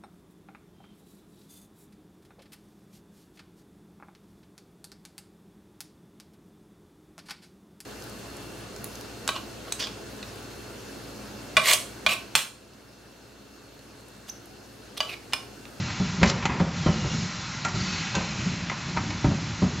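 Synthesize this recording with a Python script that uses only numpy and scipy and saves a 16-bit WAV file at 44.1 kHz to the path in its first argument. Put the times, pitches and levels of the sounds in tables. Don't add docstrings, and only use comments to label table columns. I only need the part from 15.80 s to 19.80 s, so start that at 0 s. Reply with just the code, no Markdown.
import sys
import numpy as np
from scipy import signal
from scipy.fft import irfft
from scipy.io import wavfile
from scipy.ndimage import uniform_filter1d

SR = 44100
rng = np.random.default_rng(int(sys.argv[2]) if len(sys.argv) > 2 else 0)


def dump_mix(stems):
    frames = np.atleast_2d(stems).T
    limited = np.clip(frames, -1, 1)
    pcm = np.round(limited * 32767).astype(np.int16)
    wavfile.write(sys.argv[1], SR, pcm)


N = 176400
T = np.arange(N) / SR
RING_N = SR // 2
RING_T = T[:RING_N]

# t/s, level/dB, pitch/Hz, contact/ms, rim crunch/dB
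PAIL_BLOWS = [(0.2, -20, 181.7, 2.5, -33), (.414, -12.5, 156.7, 3.2, -22),
              (.431, -14.5, 169.4, 1.55, -20.5), (.803, -16.5, 169.7, 3, -23),
              (1.062, -16, 161.6, 1.4, -19.5), (1.082, -17.5, 162.4, 2.7, -43), (1.244, -23, 126, 2.8, -29),
              (1.942, -24.5, 106.4, 2.1, -35), (2.366, -27.5, 175, 3.4, -27.5),
              (2.658, -19.5, 177, 4.7, -41.5), (3.445, -17, 128.6, 2.7, -26),
              (3.466, -12.5, 159.6, 4.6, -41), (3.512, -19, 172.5, 5.4, -31.5),
              (3.819, -11, 185.3, 3.5, -25.5)]
# f/Hz, level/dB, t60/s
PAIL_MODES = [(66.4, -13.5, 0.25), (87, -4.5, 0.18), (132.2, -10, 0.38), (172.8, 9.5, 0.11),
              (223.4, -6.5, 0.28), (285.7, -6.5, 0.12), (383, -8.5, 0.14), (607.2, -10.5, 0.14),
              (924, -22.5, 0.15), (1294, -16, 0.22)]
# f/Hz, level/dB
CRUNCH_SPECTRUM = [(70, -5), (200, 0.5), (500, -4), (1000, -9.5), (2400, -24.5), (4000, -26.5)]

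def pails(ref_hz=169, swell_per_contact=2.3, crunch_t60_s=0.2):
    out = np.zeros(N)
    for start, db, hz, contact_ms, crunch_db in PAIL_BLOWS:
        contact_s = contact_ms / 1000
        modes = [(f, level - 10 * np.log10(1 + (f * contact_s) ** 4), t60)
                 for f, level, t60 in PAIL_MODES]
        swell = 1 - np.exp(-RING_T / (swell_per_contact * contact_s))
        body = ring(modes, hz / ref_hz) * swell
        crunch = noise(CRUNCH_SPECTRUM, size=RING_N) * fade(crunch_t60_s)
        add(out, start, undb(db) * body + undb(crunch_db) * crunch)
    return out


# t/s, level/dB, tilt/(dB/oct), t60/s
LID_CLACKS = [(.102, -30, -2, 0.06), (0.4308, -13, -2, 0.07), (.456, -23.5, 2.5, 0.086),
              (.516, -28.5, -6, 0.076), (0.625, -29.5, -2, 0.16), (0.6541, -13, -1.4, 0.043),
              (0.694, -26, -5, 0.34), (0.798, -23.5, -3.5, 0.039), (1.8495, -26.5, -4, 0.23),
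              (2.345, -29.5, -6.5, 0.29), (2.405, -29, -6, .15), (2.897, -22, -0.5, 0.046),
              (2.916, -28.5, -3.5, 0.087), (3.164, -28, -2, 0.083), (3.1718, -21.5, -3.5, 0.07),
              (3.305, -28, 1.5, 0.039), (3.444, -24.5, -3.5, 0.052)]
# f/Hz, level/dB
CLACK_SPECTRUM = [(100, -8), (600, -10), (960, 2.5), (1450, -4.5), (2150, 1), (3000, -9), (8000, -20)]

def lids(attack_s=0.00028):
    out = np.zeros(N)
    onset = 1 - np.exp(-RING_T / attack_s)
    for start, db, tilt, t60 in LID_CLACKS:
        add(out, start, undb(db) * noise(CLACK_SPECTRUM, tilt, size=RING_N) * fade(t60) * onset)
    return out


# t/s, level/dB
STACK_KNOCKS = [(3.444, -22), (3.466, -23.5), (3.511, -31)]
# f/Hz, level/dB, t60/s
STACK_MODES = [(287, 4, 0.1), (323, -4, 0.061), (609, -7.5, 0.072), (748, -12, 0.094)]

def lid_stack():
    out = np.zeros(N)
    for start, db in STACK_KNOCKS:
        add(out, start, undb(db) * ring(STACK_MODES))
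    return out


# t/s, level/dB, strongest mode/Hz
STOP_HITS = [(1.849, -23, 1390), (2.351, -25, 1550)]
# f/Hz, level/dB, t60/s
STOP_MODES = [(1390, -1, 0.11), (2420, -13.5, 0.14), (4200, -8.5, 0.022), (5830, -5.5, .03),
              (6990, -9, .028)]

def end_stops(ref_hz=1390):
    out = np.zeros(N)
    for start, db, hz in STOP_HITS:
        add(out, start, undb(db) * ring(STOP_MODES, hz / ref_hz))
    return out


# t/s, level/dB, t60/s
VALVE_SNAPS = [(.4305, -14.5, 0.005), (0.474, -26.5, 0.11), (0.4992, -16, 0.019), (1.8498, -17, 0.012),
               (1.885, -30.5, 0.029), (2.351, -24.5, 0.063)]
# f/Hz, level/dB
PUFF_SPECTRUM = [(500, -1.5), (3000, -4), (5500, -5), (8000, -8.5)]

def valves():
    out = np.zeros(N)
    for start, db, t60 in VALVE_SNAPS:
        add(out, start, undb(db) * noise(PUFF_SPECTRUM, size=RING_N) * fade(t60))
    return out


# t/s, length/s, level/dB, tilt/(dB/oct), attack/s, release/s
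AIR_FLOWS = [(-.1, 0.59, -41, -4, .02, 0.082), (0.462, 0.039, -33.5, -2, 0.028, 0.013),
             (0.932, 0.87, -40, -4, 0.0087, 0.47), (1.244, 0.18, -40.5, -1, 0.12, 0.07),
             (1.933, 0.21, -37, -3.5, 0.021, 0.18), (2.347, 0.38, -45, 0.5, .05, 0.085),
             (2.701, 4, -44, -3.5, 0.39, 0.062)]
# f/Hz, level/dB
AIR_SPECTRUM = [(400, -21.5), (1200, -1), (2300, -2.5), (4600, 2.5), (6500, 2), (8000, -3.5)]

def air_hiss():
    hiss = sum(undb(db) * gate(start, length, attack, release) * noise(AIR_SPECTRUM, tilt)
               for start, length, db, tilt, attack, release in AIR_FLOWS)
    return hiss * undb(0.5 * wander(rate_hz=6.7))


# t/s, length/s, level/dB, attack/s, release/s
ARM_SLIDES = [(-.1, 0.32, -43, .05, 0.21), (1.95, 0.37, -37.5, 0.19, 0.72)]
# f/Hz, level/dB
SLIDE_SPECTRUM = [(300, -13.5), (700, -5.5), (1100, -2.5), (2100, -1.5), (2480, 0.5), (2900, -0.5),
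                  (6000, -8.5)]

def arm_guide():
    travel = sum(undb(db) * gate(start, length, attack, release)
                 for start, length, db, attack, release in ARM_SLIDES)
    return travel * noise(SLIDE_SPECTRUM) * undb(wander(rate_hz=16))


# t/s, length/s, from/Hz, to/Hz, settling/s, width/Hz, level/dB
CYLINDER_WHISTLES = [(.95, 0.39, 4050, 2816, 0.081, 172.3, -47.5), (1.95, 0.2, 4610, 4450, 0.19, 421, -44),
                     (2.25, 0.38, 2608, 2287, 0.43, 241.5, -46)]

def cylinders(attack_s=0.044, release_s=0.019):
    out = np.zeros(N)
    for start, length, from_hz, to_hz, settle, width_hz, db in CYLINDER_WHISTLES:
        hz = to_hz + (from_hz - to_hz) * np.exp(-np.maximum(T - start, 0) / settle)
        out += undb(db) * gate(start, length, attack_s, release_s) * resonance(hz, width_hz)
    return out


# t/s, level/dB
RUMBLE_LEVELS = [(0, -29), (.15, -36.5), (.5, -30), (1.18, -36.5), (1.35, -28), (1.55, -39.5), (1.8, -39.5),
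                 (2.05, -33), (2.28, -39.5), (2.6, -32), (3, -38.5), (3.2, -32), (4, -37)]
# f/Hz, level/dB
RUMBLE_SPECTRUM = [(30, -19), (62, -7), (100, 0.5), (180, 1.5), (215, -2), (310, -11.5), (380, -18.5),
                   (1000, -33.5)]

def conveyor(cavity_db=-7, waver_db=1.5):
    cavity = undb(cavity_db) * resonance(hz=168.4, width_hz=29)
    rumble = noise(RUMBLE_SPECTRUM) + cavity
    level_db = np.interp(T, *np.array(RUMBLE_LEVELS).T)
    return rumble * undb(level_db + waver_db * wander(rate_hz=28))


def rollers(ticks_per_s=91, level_db=-52, t60_s=0.03):
    impulses = (rng.random(N) < ticks_per_s / SR) * rng.standard_normal(N)
    tick = noise(CLACK_SPECTRUM, size=RING_N) * fade(t60_s)
    ticks = signal.fftconvolve(impulses, tick)[:N]
    return undb(level_db) * ticks / ticks.std()


# f/Hz, level/dB
HALL_SPECTRUM = [(25, -7), (60, 7), (160, 4), (450, -10), (900, -2), (2300, -2.5), (3200, -7), (5500, -7.5),
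                 (8000, -15.5)]
# f/Hz, level/dB
HALL_WHINES = [(608, -59.5), (3440, -57.5), (4570, -68)]

def factory(wash_db=-39.5):
    wash = undb(wash_db) * noise(HALL_SPECTRUM) * undb(0.5 * wander(rate_hz=4))
    return wash + sum(undb(db) * resonance(hz, width_hz=17) for hz, db in HALL_WHINES)


def frame(x, level_db=-6.5, t60_s=0.027):
    bounces = rng.standard_normal(RING_N) * fade(t60_s)
    reflected = signal.fftconvolve(x, bounces / np.linalg.norm(bounces))[:N]
    return (x + undb(level_db) * reflected) / np.hypot(1, undb(level_db))


TOP_HZ = 7650

def room(x, early_t60_s=0.072, tail_t60_s=0.94):
    t = T[:SR]
    early = noise([(200, -14), (600, -5), (8000, -0.5)], size=SR) * fade(early_t60_s, t) * (t > 0.003)
    tail = noise([(160, -5.5), (800, -1), (8000, -9)], size=SR) * fade(tail_t60_s, t) * (t > 0.018)
    response = undb(-5) * early / np.linalg.norm(early) + undb(-10) * tail / np.linalg.norm(tail)
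    band_share = np.sqrt(2 * TOP_HZ / SR)
    return x + signal.fftconvolve(x, band_share * response)[:N]


def ring(modes, stretch=1, spread_db=2.5, detune=0.012):
    draws = rng.uniform(-1.13, 1, (len(modes), 2))
    out = np.zeros(RING_N)
    for (hz, db, t60), (offset, spot) in zip(modes, draws):
        mode_hz = hz * stretch * (1 + detune * offset)
        out += undb(db + spread_db * spot) * fade(t60) * np.sin(2 * np.pi * mode_hz * RING_T)
    return out


def resonance(hz, width_hz):
    phase = 2 * np.pi * np.cumsum(hz * np.ones(N)) / SR
    return wander(width_hz) * np.sin(phase) + wander(width_hz) * np.cos(phase)


def noise(spectrum, tilt_db_oct=0, size=N):
    octave = np.log2(np.maximum(np.fft.rfftfreq(size, 1 / SR), 1))
    hz, db = np.array(spectrum, float).T
    in_band = np.clip(octave, np.log2(hz[0]), np.log2(hz[-1]))
    shape_db = np.interp(octave, np.log2(hz), db) + tilt_db_oct * in_band - 12 * abs(octave - in_band)
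    phase = 2 * np.pi * rng.random(len(octave))
    x = irfft(undb(shape_db) * np.exp(1j * phase), size)
    return x / x.std()


def wander(rate_hz):
    step = int(SR / rate_hz)
    held = rng.standard_normal(4096)[np.arange(N) // step]
    return uniform_filter1d(held, step) * np.sqrt(3 / 2)


def gate(start_s, length_s, attack_s, release_s):
    rise = np.clip((T - start_s) / attack_s, 0, 1)
    return rise * np.exp(-np.maximum(T - start_s - length_s, 0) / release_s)


def fade(t60_s, t=RING_T):
    return np.exp(-np.log(1000) * t / t60_s)


def undb(db):
    return 10 ** (db / 20)


def add(out, start_s, x):
    i = int(start_s * SR)
    out[i:i + len(x)] += x[:N - i]


def scene():
    impacts = pails() + lids() + lid_stack() + end_stops() + valves()
    pneumatics = frame(air_hiss() + arm_guide()) + cylinders()
    mono = room(impacts + pneumatics + conveyor() + rollers()) + factory()
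    return np.array([mono, mono])


def record(dry, low_cut_hz=40):
    thinned = signal.sosfilt(signal.butter(2, low_cut_hz, "high", fs=SR, output="sos"), dry)
    return signal.sosfilt(signal.ellip(12, 0.2, 80, TOP_HZ, fs=SR, output="sos"), thinned)


dry = scene()
out = record(dry)
dump_mix(out)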